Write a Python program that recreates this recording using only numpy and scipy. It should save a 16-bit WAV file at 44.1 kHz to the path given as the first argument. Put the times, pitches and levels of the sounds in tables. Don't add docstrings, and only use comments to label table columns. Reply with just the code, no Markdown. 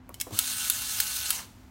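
import sys
import numpy as np
from scipy import signal
from scipy.fft import rfft, irfft, next_fast_len
from scipy.io import wavfile
from scipy.ndimage import uniform_filter1d, map_coordinates

SR = 44100
rng = np.random.default_rng(int(sys.argv[2]) if len(sys.argv) > 2 else 0)


def bounce(signal):
    frames = np.transpose(np.atleast_2d(signal))
    limited = np.clip(frames, -1, 1)
    pcm = np.round(limited * 32767).astype(np.int16)
    wavfile.write(sys.argv[1], SR, pcm)


N = 74970

# [f/Hz, level/dB]
RUMBLE_EQ = [(20, -39), (40, -7.5), (60, 5), (80, -3), (105, 2), (150, -15), (195, -5.5), (270, -13.5),
             (335, -13.5), (450, -22), (900, -19.5), (2000, -28), (3500, -36)]
# [t/s, level/dB]
RUMBLE_LEVEL = [(0, -51.5), (.6, -51.5), (1.1, -52.5), (1.7, -50.5)]
# [t/s, level/dB]
HUM_LEVEL = [(0, -55.5), (.5, -58.5), (1, -62.5), (1.7, -61)]
# [f/Hz, level/dB]
HISS_EQ = [(500, -6), (3000, 2), (7000, 0), (10300, -6), (13000, -3.5), (16000, -6)]
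# [t/s, level/dB]
HISS_LEVEL = [(0, -82.5), (.13, -65.5), (.3, -58), (1.5, -62), (1.7, -66.5)]
# [t/s, level/dB, decay/s]
KNOCKS = [(0.0926, -39, 0.0025), (.1, -40.5, 0.0068), (0.2684, -38.5, .013), (.3075, -41.5, 0.011),
          (0.327, -46.5, 0.029)]
# [f/Hz, level/dB]
KNOCK_EQ = [(150, -27), (330, 4.5), (450, -3), (550, 1), (800, -5), (1150, -4), (1500, -17), (4000, -41),
            (12000, -39.5)]
# [t/s, level/dB, decay/s]
TICK = [(.0925, -33.5, 0.00084)]
# [f/Hz, level/dB]
TICK_EQ = [(400, -3), (1300, 3.5), (2200, 3), (3800, -19), (7000, -6.5), (11000, 1), (15500, 0)]
# [t/s, level/dB, decay/s]
CLICKS = [(.1425, -31.5, 0.0017), (.2008, -25, 0.0024), (0.2074, -32, 0.005), (.212, -17, 0.0026),
          (.3075, -44, 0.0035)]
# [f/Hz, level/dB]
CLICK_EQ = [(300, -18), (900, -6.5), (1400, -6.5), (2600, -1.5), (5200, 0.5), (7000, 1.5), (10000, 3.5),
            (13000, 0), (15500, 2.5)]
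# [f/Hz, level/dB re click, t60/s]
LATCH_MODES = [(2170, -22, 0.071), (5470, -22, 0.067), (8000, -37, 0.26), (10820, -36, .18),
               (11840, -35.5, .17)]
# [f/Hz, level/dB, t60/s]
SPRING_MODES = [(2980, -42.5, 0.042), (3150, -47, 0.046)]
# [t/s, speed/(rev/s)]
SHAFT_SPEED = [(.31, 90), (.35, 180), (.39, 208), (.5, 215), (.68, 211), (.76, 214), (.98, 211),
               (1.13, 215), (1.3, 210), (1.37, 135), (1.47, 50)]
# [t/s, level/dB]
DRIVE_LEVEL = [(.29, -100), (.307, -60), (.335, -39.5), (.38, -34.5), (.45, -33.5), (.5, -32), (.55, -33.5),
               (.6, -31.5), (.68, -31.5), (.73, -33), (.83, -33.5), (.95, -31.5), (1.05, -32.5),
               (1.13, -32.5), (1.29, -32), (1.34, -33), (1.39, -38), (1.44, -47), (1.55, -76)]
# [f/Hz, level/dB]
CHATTER_EQ = [(200, -21.5), (500, -26.5), (900, -13.5), (1400, -9), (2000, -8), (3000, -2), (4200, -1.5),
              (5200, -4), (6500, -2.5), (8400, -2.5), (10000, -2), (13000, -5), (15500, -6)]
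# [f/Hz, width/Hz, gain/dB]
CHASSIS_PEAKS = [(720, 27, 4.5), (1291, 114, 5.5), (1480, 190, 6), (1690, 190, 2.5), (1960, 160, -4),
                 (2233, 66, 4), (2360, 87, -6.5), (3227, 130, 3.5), (3305, 86, -11.5), (3670, 100, 0.5),
                 (4160, 100, 3.5), (4444, 99, 4), (6260, 200, 5), (6740, 100, 3.5), (7660, 80, 3),
                 (8230, 150, 7), (8900, 51, 2), (10440, 330, -4), (11400, 210, 0), (14600, 340, 1.5)]
# [shaft order, level/dB re chatter]
WHINE_ORDERS = [(3, -35), (4, -34.5), (5, -41), (6, -25), (7, -19), (8, -29.5)]
# [t/s, level/dB]
RATTLE_LEVEL = [(.29, -95), (.32, -54), (.35, -62), (.41, -52), (.48, -63.5), (1.28, -65), (1.33, -47.5),
                (1.39, -45.5), (1.43, -50), (1.55, -102)]
# [f/Hz, level/dB]
RATTLE_EQ = [(300, -18.5), (700, -2), (1000, 7), (1700, 5.5), (3000, -14), (8000, -95)]
# [f/Hz, level/dB, t60/s]
MOUNT_MODES = [(104, -27, 0.15), (210, -37.5, 0.17), (315, -25, 0.059)]
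# [t/s, level/dB, decay/s]
SNAPS = [(0.3893, -8, 0.0011), (0.6989, -9.5, 0.0016), (1.0013, -10.5, 0.0027), (1.3048, -11, 0.0024)]
# [f/Hz, level/dB]
SNAP_EQ = [(300, -29), (850, -32), (1250, -8), (2100, -4.5), (3300, 4), (6000, -2.5), (9500, 2), (11200, 4),
           (12200, 3), (15500, 3.5)]
# [f/Hz, level/dB re snap, t60/s]
SNAP_MODES = [(1277, -30, 0.074), (1464, -31, 0.055), (1640, -28.5, 0.045), (11030, -1.5, 0.0097)]
# [t/s, level/dB, decay/s]
SLACK_KNOCK = [(1.39, -35, 0.0036)]
# [f/Hz, level/dB]
SLACK_EQ = [(500, -24), (1100, -9), (1700, 4), (2500, -1), (4000, -10), (12000, -25)]


def undb(db):
    return 10 ** (np.asarray(db) / 20)


def curve(rows):
    return np.interp(np.arange(N) / SR, *np.array(rows, float).T)


def unit(x):
    return x / np.sqrt(np.mean(x ** 2))


def drift(rate_hz):
    hold = int(SR / rate_hz)
    steps = np.repeat(rng.standard_normal(N // hold + 1), hold)
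    return unit(uniform_filter1d(steps, hold)[:N])


def colour(x, eq, peaks=()):
    size = 2 * next_fast_len(N)
    f_hz = np.arange(size // 2 + 1) * SR / size
    eq_hz, eq_db = np.array(eq, float).T
    db = np.interp(np.log(f_hz + 1), np.log(eq_hz), eq_db)
    for centre_hz, width_hz, gain_db in peaks:
        db += gain_db / (1 + (2 * (f_hz - centre_hz) / width_hz) ** 2)
    cepstrum = irfft(np.log(unit(undb(db))))
    cepstrum[1:size // 2] *= 2
    cepstrum[size // 2 + 1:] = 0
    return irfft(rfft(x, size) * np.exp(rfft(cepstrum)))[:N]


def since(start_s):
    return np.maximum(np.arange(N) / SR - start_s, 0)


def blows(rows, attack_s, tail_db, tail_s):
    envelope = 0
    for start_s, db, decay_s in rows:
        age_s = since(start_s)
        fall = np.hypot(np.exp(-age_s / decay_s), undb(tail_db) * np.exp(-age_s / tail_s))
        envelope += undb(db) * np.minimum(age_s / attack_s, 1) * fall
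    return envelope * rng.choice([-1., 1.], N)


def ring(modes, start_s, attack_s):
    age_s = since(start_s)
    tone = sum(undb(db) * np.sin(2 * np.pi * hz * age_s) * 1000 ** (-age_s / t60_s)
               for hz, db, t60_s in modes)
    return np.minimum(age_s / attack_s, 1) * tone


def background(rumble_top_hz=4000, hum_hz=256, waver_db=2):
    rumble = undb(curve(RUMBLE_LEVEL)) * colour(rng.standard_normal(N), RUMBLE_EQ)
    rumble = signal.sosfilt(signal.butter(2, rumble_top_hz, fs=SR, output="sos"), rumble)
    hum_db = curve(HUM_LEVEL) + waver_db * drift(7.76)
    hum = undb(hum_db) * np.sqrt(2) * np.sin(2 * np.pi * hum_hz * since(0))
    hiss = undb(curve(HISS_LEVEL)) * colour(rng.standard_normal(N), HISS_EQ)
    return rumble + hum + hiss


def button(contact_db=13.5):
    knocks = blows(KNOCKS, attack_s=.00067, tail_db=-23, tail_s=.019)
    for start_s, db, _ in KNOCKS:
        knocks[int(start_s * SR)] += undb(db + contact_db)
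    tick = blows(TICK, attack_s=.0002, tail_db=-19, tail_s=.0038)
    return colour(knocks, KNOCK_EQ) + colour(tick, TICK_EQ)


def latch():
    clicks = blows(CLICKS, attack_s=.00021, tail_db=-11, tail_s=.0081)
    metal = sum(undb(db) * ring(LATCH_MODES, start_s, attack_s=.001) for start_s, db, _ in CLICKS)
    spring = ring(SPRING_MODES, start_s=.1425, attack_s=.001)
    return colour(clicks, CLICK_EQ, peaks=[(5100, 180, 6)]) + metal + spring


def flicker(x, depth_db, rate_hz):
    f_hz = np.arange(N // 2 + 1) * SR / N
    lowpassed = [irfft(rfft(x) * (f_hz < edge_hz), N) for edge_hz in np.geomspace(1000, 16000, 13)]
    bands = np.diff([np.zeros(N), *lowpassed, x], axis=0)
    return sum(band * undb(depth_db * drift(rate_hz)) for band in bands)


def gears(speed_rps, turns, peak_hits_per_s=9000, scatter_db=3, repeat_db=-4.5):
    hits = rng.random(N) < peak_hits_per_s / SR * speed_rps / speed_rps.max()
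    loose = unit(hits * rng.choice([-1., 1.], N) * undb(scatter_db * rng.standard_normal(N)))
    one_turn = rng.standard_normal(200)
    repeating = unit(map_coordinates(one_turn, [turns % 1 * len(one_turn)], mode="grid-wrap"))
    teeth = flicker(loose + undb(repeat_db) * repeating, depth_db=1.48, rate_hz=34.93)
    chatter = unit(colour(teeth, CHATTER_EQ, CHASSIS_PEAKS)) * undb(.87 * drift(150))
    rattle = colour(loose, RATTLE_EQ)
    return undb(curve(DRIVE_LEVEL)) * chatter + undb(curve(RATTLE_LEVEL)) * rattle


def whine(turns, roughness=.45):
    partials = sum(undb(db) * np.sin(2 * np.pi * order * turns) * (1 + roughness * drift(24.97))
                   for order, db in WHINE_ORDERS)
    return undb(curve(DRIVE_LEVEL)) * np.sqrt(2) * partials


def motor(jitter=.003):
    speed_rps = curve(SHAFT_SPEED) * (1 + jitter * drift(40))
    turns = np.cumsum(speed_rps) / SR
    return gears(speed_rps, turns) + whine(turns)


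def mount_thump():
    return ring(MOUNT_MODES, start_s=.319, attack_s=.018)


def lever():
    snaps = blows(SNAPS, attack_s=.00084, tail_db=-5, tail_s=.0055)
    chassis = sum(undb(db) * ring(SNAP_MODES, start_s, attack_s=.0005) for start_s, db, _ in SNAPS)
    return colour(snaps, SNAP_EQ, CHASSIS_PEAKS) + chassis


def slack_gear():
    return colour(blows(SLACK_KNOCK, attack_s=.00056, tail_db=-15, tail_s=.005), SLACK_EQ)


def room(x, delay_s=.0085, t60_s=.4, echo_db=-15.5):
    age_s = since(delay_s)
    tail = rng.standard_normal(N) * (age_s > 0) * 1000 ** (-age_s / t60_s)
    return x + undb(echo_db) * signal.fftconvolve(x, tail / np.linalg.norm(tail))[:N]


def scene():
    mechanism = motor() + mount_thump() + lever() + latch() + button() + slack_gear()
    mono = room(mechanism) + background()
    return np.array([mono, mono])


def record(dry, top_hz=15900):
    return signal.sosfilt(signal.ellip(10, .2, 70, top_hz, fs=SR, output="sos"), dry)


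dry = scene()
out = record(dry)
bounce(out)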